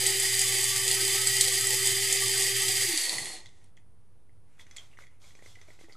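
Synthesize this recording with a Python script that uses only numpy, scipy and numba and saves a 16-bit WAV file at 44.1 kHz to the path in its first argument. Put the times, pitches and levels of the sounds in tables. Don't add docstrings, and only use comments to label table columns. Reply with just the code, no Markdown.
import sys
import numpy as np
from scipy import signal
from scipy.fft import rfft, irfft
from scipy.io import wavfile
from numba import njit

SR = 44100
rng = np.random.default_rng(int(sys.argv[2]) if len(sys.argv) > 2 else 0)


def to_wav(s):
    ch = np.atleast_2d(s).T
    pcm = np.round(np.clip(ch, -1, 1) * 32767)
    wavfile.write(sys.argv[1], SR, pcm.astype(np.int16))


def ratio(d):
    e = np.asarray(d, float) / 20
    return 10 ** e


N = 262836
TIME_S = np.arange(N) / SR

FULL_SPEED_HZ, START_HZ, CREEP_HZ_PER_S = 388, 386.6, 1.0
RELEASE_S, BRAKE_HZ_PER_S, BRAKE_ONSET_S = 2.827, 680, 0.017

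WHIRL_DB, WHIRL_POWER, SETTLING_SHARE, SETTLED_S = -29.5, 1.1, .018, 3.72
SWIRL_LAG_S = 0.035
TREBLE_DB, FINER_S, FINER_DB = 3.5, 1.93, -1
STALL_SHARE, STALL_TREBLE_DB = 0.14, -11
RUMBLE_DB, SLOW_RUMBLE_DB = -4.5, 10
SIZZLE_HZ, SIZZLE_LOSS_DB = 13800, -46
STALL_SIZZLE_HZ, STALL_SIZZLE_DB = 11800, -29.5
# start_s, peak_db (of the blow that drives the cup),
# dull_db (dull part against the bright, where a chip strikes the blade rather than the lid)
CHIP_CRACKS = [(0.0638, -15.5, -1), (0.1986, -20, -3.5), (0.351, -18.5, -4.5), (0.3925, -16, -6),
               (0.415, -16.5, -1.5), (0.439, -20, 0), (0.63, -22, -8), (0.6416, -17, -10),
               (0.8788, -15.5, -1), (0.9123, -16.5, -1.5), (1.05, -20, 2.5), (1.271, -17, -6),
               (1.3826, -25, -6.5), (1.4095, -8, -1), (1.418, -19.5, -4), (1.436, -22, -8),
               (1.449, -20.5, 4.5), (1.4815, -18, -1), (1.524, -23, -7), (1.539, -22, -2.5),
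               (1.6093, -21, -11), (1.6692, -17, -7.5), (1.733, -27, -5), (1.8555, -20, -5),
               (1.8715, -15, -5.5), (2.1256, -14, -10), (2.2816, -18, -7), (2.332, -24.5, -6),
               (2.35, -26, -6), (2.378, -21.5, -7.5), (2.4228, -18, -6), (2.62, -22, -2), (2.77, -23, 0),
               (2.8102, -26.5, -7), (2.949, -33, -6), (2.9746, -18, 2.5), (3.013, -25, -8),
               (3.035, -25.5, 4), (3.039, -24.5, 4), (3.0937, -17.5, 5.5), (3.1824, -23, 2),
               (3.256, -27, 1.5)]
SHARD_HZ, DULL_SHARD_HZ, SLOW_SHARD_HZ = [5930, 9750], [3220, 5070], [1830, 2600]
RATTLE_SHARE, RATTLE_S = 0.28, 0.0078
WAVERS_BELOW_HZ, WALL_HZ = 1500, 2030
# centre_hz, width_hz, level_db (relative)
CUP_MODES = [(336.7, 40, 9), (505, 24, -6), (690, 90, -3.5), (760, 27, 8.7), (868, 40, 5), (1141, 42, 0),
             (1293, 50, -5), (1010, 55, -4.5), (1500, 43, -3.5), (2045, 300, -1.3), (WALL_HZ, 25, -5.5),
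             (2500, 80, -22.5), (3495, 37, 1), (6475, 120, -10), (7990, 180, -2), (8950, 30, -5.5),
             (9370, 180, -6), (13450, 110, 6), (14400, 170, 7.1)]
# rest_hz, full_speed_hz, width_hz, level_db (relative)
BLADE_MODES = [(4320, 4875, 130, 7), (4230, 4720, 57, 0.5), (4170, 4300, 65, -8.5), (9900, 10350, 250, -1)]
LID_SLOW_DB, WALL_SLOW_DB, BLADE_SLOW_DB = -32.5, 7, 6.5
# frequency_hz, level_db (relative)
GROUNDS_SPECTRUM = [(100, -23), (240, -43), (400, -11), (600, -25), (900, -19), (1450, -25.5), (1900, -8.5),
                    (3300, -11.5), (5660, -12), (8150, -8.5), (11500, -16), (12700, -22), (14300, -9.5),
                    (14800, -25.5)]
SHUDDER_DB, SHUDDER_HZ = 0.5, [200, 1106]
COUNTER_HZ, COUNTER_REACH_HZ, COUNTER_DB = 134.7, 60, 8.5

# turn_multiple, throb_multiple (added), level_db (against the whine), wobble_db
MOTOR_LINES = [(1, 1, -25.5, 9.5), (1, -1, -63.5, 2.5), (2, 0, -17, 5), (3, 0, -21, 7), (3, 1, -19, 6),
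               (4, 0, -24, 8.5), (5, 0, -14, 7.5), (8, 0, -1, 1.5), (8, -1, -11, 2), (9, 0, -10.5, 3.5)]
THROB_HZ = 120
WHINE_DB, WHINE_LOSS_DB_PER_S = -43, 496
HUM_DB, HUM_HANG_S = -49, 0.076
# time_s, level_db
UNBALANCE_LEVEL = [(0, -43.5), (.7, -45), (1.1, -41.5), (1.6, -43.5), (2.4, -40.5), (2.8, -45.5),
                   (2.9, -46)]
MOUNT_HZ, BELOW_MOUNT_DB_PER_HZ = 304, 1

# start_s, strength_db, clack_hz, knock_db, snap_db (both against the strength)
HAND_TICKS = [(3.4578, -47, 2030, -27, 4), (3.459, -44, 3450, -25, -8), (3.4657, -46.5, 4020, -25, 2),
              (3.489, -49, 3300, -16, -2), (3.6142, -60, 1900, -23, -5), (3.642, -52, 8580, -25, -5),
              (3.769, -52, 3300, -23, -1), (3.774, -51, 2090, -23, -4), (4.2933, -62, 2030, -5, -14),
              (4.594, -45, 1980, -28, -13), (4.596, -48, 3300, -27, -10), (4.6094, -48, 3370, -27, -10),
              (4.6664, -50, 2040, -13, 1), (4.7108, -47.5, 2040, -28, 5), (4.7635, -43.5, 1950, -28, 10),
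              (4.7676, -35.5, 6860, -29, 0.5), (4.7824, -35.5, 3300, -29, -8),
              (4.9144, -56, 2650, -21, -18), (4.929, -54, 2030, -25, -18), (4.935, -55, 2700, -25, -18),
              (4.972, -47, 2030, -27, -14), (5.006, -48, 2100, -20, -11), (5.013, -57, 550, -6, -20),
              (5.021, -48, 2030, -28, -8), (5.037, -48, 2030, -27, -20), (5.0674, -50.5, 2010, -32, -1),
              (5.2175, -56, 4940, -18, 0), (5.241, -52, 2220, -10, -13), (5.285, -61, 3300, -27, -12),
              (5.3067, -51, 2000, -28, -10), (5.3517, -47.5, 2200, -11, 0), (5.391, -51, 1940, -12, -15),
              (5.4236, -52, 1990, -9, -9), (5.46, -46, 2100, -8.5, -4), (5.517, -53, 3400, -19, -11),
              (5.552, -52, 3000, -25, -3), (5.5554, -42, 2030, -26, -9), (5.571, -62, 704, 1, -20),
              (5.587, -55, 2050, -18, -20), (5.6138, -47, 1970, -12, 1), (5.683, -54, 2240, -8, 0),
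              (5.686, -56.5, 590, 2.5, -20), (5.7038, -50, 2010, -7, -12), (5.79, -44, 2060, -16, -20),
              (5.8114, -48, 2060, -4, -6), (5.8374, -52.5, 331, -10, -16), (5.843, -49, 1980, -20, -8),
              (5.8846, -56.5, 804, 1, -20), (5.8915, -63, 905, 1, -18), (5.896, -50, 2000, -5, -15),
              (5.909, -53, 2080, -15, -20), (5.9232, -44, 4770, -22, -17), (5.93, -48, 4640, -22, -2),
              (5.951, -53.5, 1300, -10, -15)]
# frequency_hz, level_db (relative), t60_s
SHELL_MODES = [(417, 6, 0.015), (550, 8.5, 0.0077), (2030, -13.5, 0.067), (2160, -7, 0.034),
               (3360, -12, 0.049), (6070, -4.5, 0.032), (7400, -17, 0.03)]
RING_DB, REFERENCE_TICK_DB = -55, -47
SNAP_WAKES = .7
LOOSE_S, SEATED_RING_DB = 4.4, -8
CLACK_CYCLES, CLACK_GRIT = 9.6, 0.59
POP_S, POP_DB, POP_HZ, POP_DECAY_S = 4.9885, -32, 1450, 0.00056

# start_s, time_scale_s, bright_db
RUBBING_STROKES = [(4.442, 0.25, -79), (4.586, 0.034, -63), (4.663, 0.13, -73), (4.738, 0.13, -69),
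                   (4.895, 0.092, -78), (4.972, 0.064, -65.5), (5.084, 0.081, -80), (5.195, 0.12, -64),
                   (5.346, 0.077, -72), (5.416, 0.11, -62), (5.562, 0.12, -72), (5.662, 0.1, -69),
                   (5.785, 0.062, -65.5), (5.875, 0.076, -69)]
# frequency_hz, level_db (relative)
RUBBING_SPECTRUM = [(1470, -30), (2500, -11), (3390, 1.5), (5140, -3.5), (7460, -3.5), (13300, -16),
                    (14800, -11)]
RIM_MODES_HZ = [3300, 4480, 5900, 7250.]
DULL_RUB_DB, DULL_FOLLOWS, REFERENCE_RUB_DB = -72.5, 0.43, -70

# centre_hz, width_hz, depth_bias (0-1)
THINNED_BANDS = [(240, 130, 1), (615, 150, .8), (1010, 100, .4), (1430, 130, .6)]
THIN_BASS_S, THIN_BASS_HZ, THIN_BASS_WIDTH_HZ = [2.94, 3.12], 150, 140
ROOM_T60_S, ROOM_DB = 0.21, -6
# frequency_hz, gain_db
SIDE_SPECTRUM = [(60, -5.5), (110, -12.5), (200, -16.5), (370, -14), (680, -10), (1260, -6), (2310, -12.5),
                 (4250, -12.5), (7800, -15.5), (12000, -9.5), (14300, -1)]
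# (relative, per Hz)
ROOM_TONE_SPECTRUM = [(12, -34.5), (20, -26.5), (32, -31.5), (98, -21), (136, -30), (278, -39.5),
                      (481, -41), (567, -46.5), (787, -46), (2630, -59), (7660, -65), (9280, -55),
                      (11800, -62.5), (12600, -84)]
ROOM_TONE_DB, ROOM_TONE_SIDE_DB = -64.5, -95.5
FAINTER_ABOVE_HZ, FAINTER_DB = 140, -22


def rms_one(x):
    return x / np.sqrt(np.mean(x ** 2) + 1e-20)


def since(s):
    return np.maximum(TIME_S - s, 0)


def drift(rate_hz):
    r = np.exp(-80 * np.pi * rate_hz / SR)
    slow = signal.lfilter([1], [1, -2 * r, r * r], rng.standard_normal(N // 40 + 2002))[2000:]
    return np.interp(np.arange(N) / 40, np.arange(len(slow)), rms_one(slow))


def colour(x, spectrum):
    hz, db = np.transpose(spectrum)
    grid = np.maximum(np.fft.rfftfreq(8192, 1 / SR), 1)
    cepstrum = irfft(np.interp(np.log(grid), np.log(hz), db) * np.log(10) / 20)
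    cepstrum[1:4096] *= 2
    cepstrum[4097:] = 0
    response = irfft(np.exp(rfft(cepstrum)))
    return signal.fftconvolve(np.atleast_2d(x), [response], axes=1)[:, :N]


def cut(x, hz, kind, order=2):
    return signal.sosfilt(signal.butter(order, hz, kind, fs=SR, output="sos"), x)


def split(x, hz, order):
    return [cut(cut(x, hz, kind, order), hz, kind, order) for kind in ("low", "high")]


@njit
def resonate(x, hz, width):
    y, r = np.zeros(len(x)), np.exp(-np.pi * width / SR)
    for i in range(2, len(x)):
        pushed = (1 - r * r) / 2 * (x[i] - x[i - 2])
        y[i] = pushed + 2 * r * np.cos(2 * np.pi * hz[i] / SR) * y[i - 1] - r * r * y[i - 2]
    return y


def grains(per_s, spread_db, lasting_s):
    sizes = ratio(spread_db * np.minimum(rng.exponential(1, N), 2.9)) * (rng.random(N) < per_s / SR)
    r = np.exp(-1 / (lasting_s * SR))
    return rms_one(signal.lfilter([1], [1, -r], sizes) * rng.standard_normal(N))


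def rotor():
    off = since(RELEASE_S)
    braked = BRAKE_HZ_PER_S * (off - BRAKE_ONSET_S * (1 - np.exp(-off / BRAKE_ONSET_S)))
    return np.maximum(START_HZ + CREEP_HZ_PER_S * np.minimum(TIME_S, RELEASE_S) - braked, 0)


def chip_cracks(share):
    t = np.arange(800) / SR
    out = np.zeros(N)
    burst = (1 - np.exp(-t / 0.00042)) * (np.exp(-t / 0.001) + RATTLE_SHARE * np.exp(-t / RATTLE_S))
    for s, peak_db, dull_db in CHIP_CRACKS:
        start = round(s * SR)
        bits = rng.standard_normal(len(t))
        shard = cut(bits, SHARD_HZ, "band") + ratio(dull_db) * cut(bits, DULL_SHARD_HZ, "band")
        shard += 2.5 * (1 - share[start]) * cut(bits, SLOW_SHARD_HZ, "band")
        blow = burst * shard
        out[start:start + len(t)] += ratio(peak_db) * blow / np.abs(blow).max()
    return out


def cup_and_blade(drive, speed, share):
    rung = ratio(-2.5) * cut(drive, 1300, "high") + ratio(-24) * drive
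    for hz, width, db in CUP_MODES:
        centre, gain_db = np.full(N, float(hz)), db
        wavers = hz < WAVERS_BELOW_HZ
        if wavers:
            gain_db = db + 4.5 * share * np.minimum(drift(8), .8)
            centre = hz * (1 + 0.015 * drift(2))
        ring = resonate(drive, centre, float(width))
        if wavers:
            ring = ratio(4.0) * resonate(ring, centre, width * 2.5)
        slow_db = LID_SLOW_DB if hz > 7000 else WALL_SLOW_DB * (hz == WALL_HZ)
        rung = rung + ratio(gain_db + slow_db * (1 - share)) * ring
    stiffening = (speed / FULL_SPEED_HZ) ** 2
    for rest_hz, full_hz, width, db in BLADE_MODES:
        centre = np.sqrt(rest_hz ** 2 + (full_hz ** 2 - rest_hz ** 2) * stiffening)
        gain = ratio(db + BLADE_SLOW_DB * (1 - share)) * share ** .2
        rung = rung + gain * resonate(drive, centre, float(width))
    return rung


def grinding(speed):
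    share = np.clip(speed / FULL_SPEED_HZ, 0, 1)
    slowed = 1 - share
    keep = np.exp(-1 / (SWIRL_LAG_S * SR))
    swirl = 1 - signal.lfilter([1 - keep], [1, -keep], slowed)
    level_db = WHIRL_DB + 20 * WHIRL_POWER * np.log10(np.maximum(swirl, 0) + SETTLING_SHARE)
    fading = np.clip((SETTLED_S - TIME_S) / 0.083, 0, 1)
    whirl = rng.standard_normal(N) + .5 * grains(450, spread_db=4.5, lasting_s=0.0018)
    drive = rms_one(whirl) * ratio(level_db + 0.97 * drift(21) + 0.12 * drift(1.6)) * fading
    drive = drive + chip_cracks(share)

    heard = colour(cup_and_blade(drive, speed, share), GROUNDS_SPECTRUM)[0] * ratio(12.0)
    body, sizzle = split(heard, SIZZLE_HZ, order=6)
    heard = body + ratio(SIZZLE_LOSS_DB * slowed) * sizzle
    body, sizzle = split(heard, STALL_SIZZLE_HZ, order=6)
    heard = body + ratio(STALL_SIZZLE_DB * slowed ** 3) * sizzle

    shudder_gain = ratio(level_db + SHUDDER_DB + 2.7 * drift(15)) * slowed ** 0.78 * fading
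    shudder = shudder_gain * cut(rng.standard_normal(N), SHUDDER_HZ, "band", order=4)
    counter = np.full(N, COUNTER_HZ)
    boom = resonate(resonate(drive, counter, 40.), counter, 60.)
    passing = np.exp(-((speed - COUNTER_HZ) / COUNTER_REACH_HZ) ** 2)
    shudder = shudder + ratio(COUNTER_DB) * passing * boom

    treble_db = TREBLE_DB + FINER_DB * np.tanh(since(FINER_S) / 0.13)
    treble_db = treble_db + STALL_TREBLE_DB * np.maximum(1 - share / STALL_SHARE, 0)
    rumble_db = RUMBLE_DB + SLOW_RUMBLE_DB * slowed
    bright, dull = cut(heard, 4600, "high"), cut(heard, 1500, "low")
    return heard + (ratio(treble_db) - 1) * bright + (ratio(rumble_db) - 1) * dull + shudder


def motor(speed):
    off = since(RELEASE_S)
    shake_hz = 0.752 + 0.2 * np.abs(np.gradient(speed)) * SR / 20
    turn = 2 * np.pi * np.cumsum(speed + shake_hz * drift(8.8)) / SR
    throb = 2 * np.pi * THROB_HZ * TIME_S
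    whine = np.zeros(N)
    for turns, throbs, db, wobble_db in MOTOR_LINES:
        whine += ratio(db + wobble_db * drift(13.0)) * np.sin(turns * turn + throbs * throb)
    whine *= ratio(WHINE_DB - WHINE_LOSS_DB_PER_S * off)
    tone_db = np.interp(TIME_S, *np.transpose(UNBALANCE_LEVEL))
    tone_db = tone_db - BELOW_MOUNT_DB_PER_HZ * np.maximum(MOUNT_HZ - speed, 0)
    tone = ratio(tone_db + (1.0 + 5.3 * (off > 0)) * drift(21)) * np.sin(turn)
    hum = ratio(HUM_DB - 10 * (off / HUM_HANG_S) ** 2 + 2.6 * drift(23)) * np.sin(throb)
    return np.sqrt(2) * (tone + whine + hum)


def ticks():
    t, out = np.arange(3000) / SR, np.zeros(N + 3000)
    for s, strength_db, pitch_hz, knock_db, snap_db in HAND_TICKS:
        puff = rng.standard_normal(len(t)) * (1 - np.exp(-t / .0006)) * np.exp(-t / .0025)
        snap = cut(cut(puff, 11000, "low"), [3000, 8000], "band")
        sound = ratio(snap_db) * snap + ratio(-33) * cut(puff, [900, 3000], "band")

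        clack = resonate(puff, np.full(len(t), float(pitch_hz)), .1 * pitch_hz)
        clack = cut(clack, 1.5 * pitch_hz, "low")
        decay = np.exp(-t * pitch_hz / CLACK_CYCLES)
        tone = (1 - np.exp(-t / 0.0005)) * decay * np.sin(2 * np.pi * pitch_hz * t)
        gritty = CLACK_GRIT * clack / np.abs(clack).max()
        sound += ratio(-1.0) * (gritty + (1 - CLACK_GRIT) * 1.54 * tone)

        ring_db = RING_DB - REFERENCE_TICK_DB + SEATED_RING_DB * (s < LOOSE_S)
        for hz, db, t60 in SHELL_MODES:
            mode_db = knock_db if hz < 900 else ring_db + SNAP_WAKES * snap_db * (hz > 3000)
            envelope = ratio(mode_db + db + rng.normal(0, 3.5) - 60 * t / t60)
            sound += envelope * (1 - np.exp(-t / 0.00079)) * np.sin(2 * np.pi * hz * t)
        start = round(s * SR)
        out[start:start + len(t)] += ratio(strength_db) * sound
    return out[:N]


def pop():
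    t = since(POP_S)
    envelope = (1 - np.exp(-t / 0.00018)) * np.exp(-t / POP_DECAY_S)
    return -ratio(POP_DB) * envelope * np.sin(2 * np.pi * POP_HZ * t)


def rubbing():
    bright_gain, dull_gain = np.zeros((2, N))
    for s, scale_s, bright_db in RUBBING_STROKES:
        done = np.clip((TIME_S - s) / scale_s, 0, 3)
        stroke = 4 * done * np.exp(-1.6 * done ** 1.7) * (done < 3)
        bright_gain += ratio(bright_db) * stroke
        dull_gain += ratio(DULL_RUB_DB + DULL_FOLLOWS * (bright_db - REFERENCE_RUB_DB)) * stroke
    grit = rng.standard_normal(N) + .35 * grains(400, spread_db=2.5, lasting_s=.002)
    dull = cut(grit, [300, 2500], "band") + resonate(grit, np.full(N, 2040.), 140.0)
    rim = sum(resonate(grit, hz * (1 + 0.14 * drift(4.5)), 200.0) for hz in RIM_MODES_HZ)
    bright = colour(grit + 0.24 * rim, RUBBING_SPECTRUM)[0]
    return bright_gain * rms_one(bright) + dull_gain * rms_one(dull)


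def thinned(x, speed):
    running = np.clip(4 * speed / FULL_SPEED_HZ - 3, 0, 1)
    notches = []
    for hz, width, bias in THINNED_BANDS:
        depth = running * np.clip(bias + 1.2 * drift(4), 0, 1)
        notches.append((hz * (1 + .025 * drift(3)), width, depth))
    start_s, end_s = THIN_BASS_S
    bass_depth = np.clip(np.minimum(TIME_S - start_s, end_s - TIME_S) / .02, 0, 1)
    notches.append((np.full(N, float(THIN_BASS_HZ)), THIN_BASS_WIDTH_HZ, bass_depth))
    for hz, width, depth in notches:
        for _ in range(2):
            x = x - depth * resonate(x, hz, float(width))
    return x


def room(x):
    t = np.arange(SR // 2) / SR
    tail = rng.standard_normal((2, len(t))) * ratio(-60 * t / ROOM_T60_S) * (t > .004)
    return signal.fftconvolve([x], rms_one(tail) / np.sqrt(len(t)), axes=1)[:, :N]


def room_tone(speed):
    mid, side = rms_one(colour(rng.standard_normal((2, N)), ROOM_TONE_SPECTRUM))
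    low, high = split(mid, FAINTER_ABOVE_HZ, order=4)
    mid = low + ratio(FAINTER_DB * np.clip(2 * speed / FULL_SPEED_HZ - .5, 0, 1)) * high
    return ratio(ROOM_TONE_DB) * mid, ratio(ROOM_TONE_SIDE_DB) * side


def scene():
    speed = rotor()
    lines = motor(speed)
    contact = grinding(speed) + ticks() + pop() + rubbing()
    walls, around = room(contact)
    tone_mid, tone_side = room_tone(speed)
    mid = lines + contact + ratio(ROOM_DB) * cut(walls, [1300, 8000], "band") + tone_mid
    mid = thinned(mid, speed)
    side = colour(around + lines * drift(12.0), SIDE_SPECTRUM)[0] + tone_side
    return np.array([ratio(1.76) * (mid + side), ratio(2.5) * (mid - side)])


def roll_off(x):
    return signal.sosfilt(signal.butter(12, 14940, fs=SR, output="sos"), x)


def record(dry):
    top = signal.cheby2(12, 60, 14620, fs=SR, output="sos")
    mix = signal.sosfilt(top, dry) + .005
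    return roll_off(mix)


dry = scene()
out = record(dry)
to_wav(out)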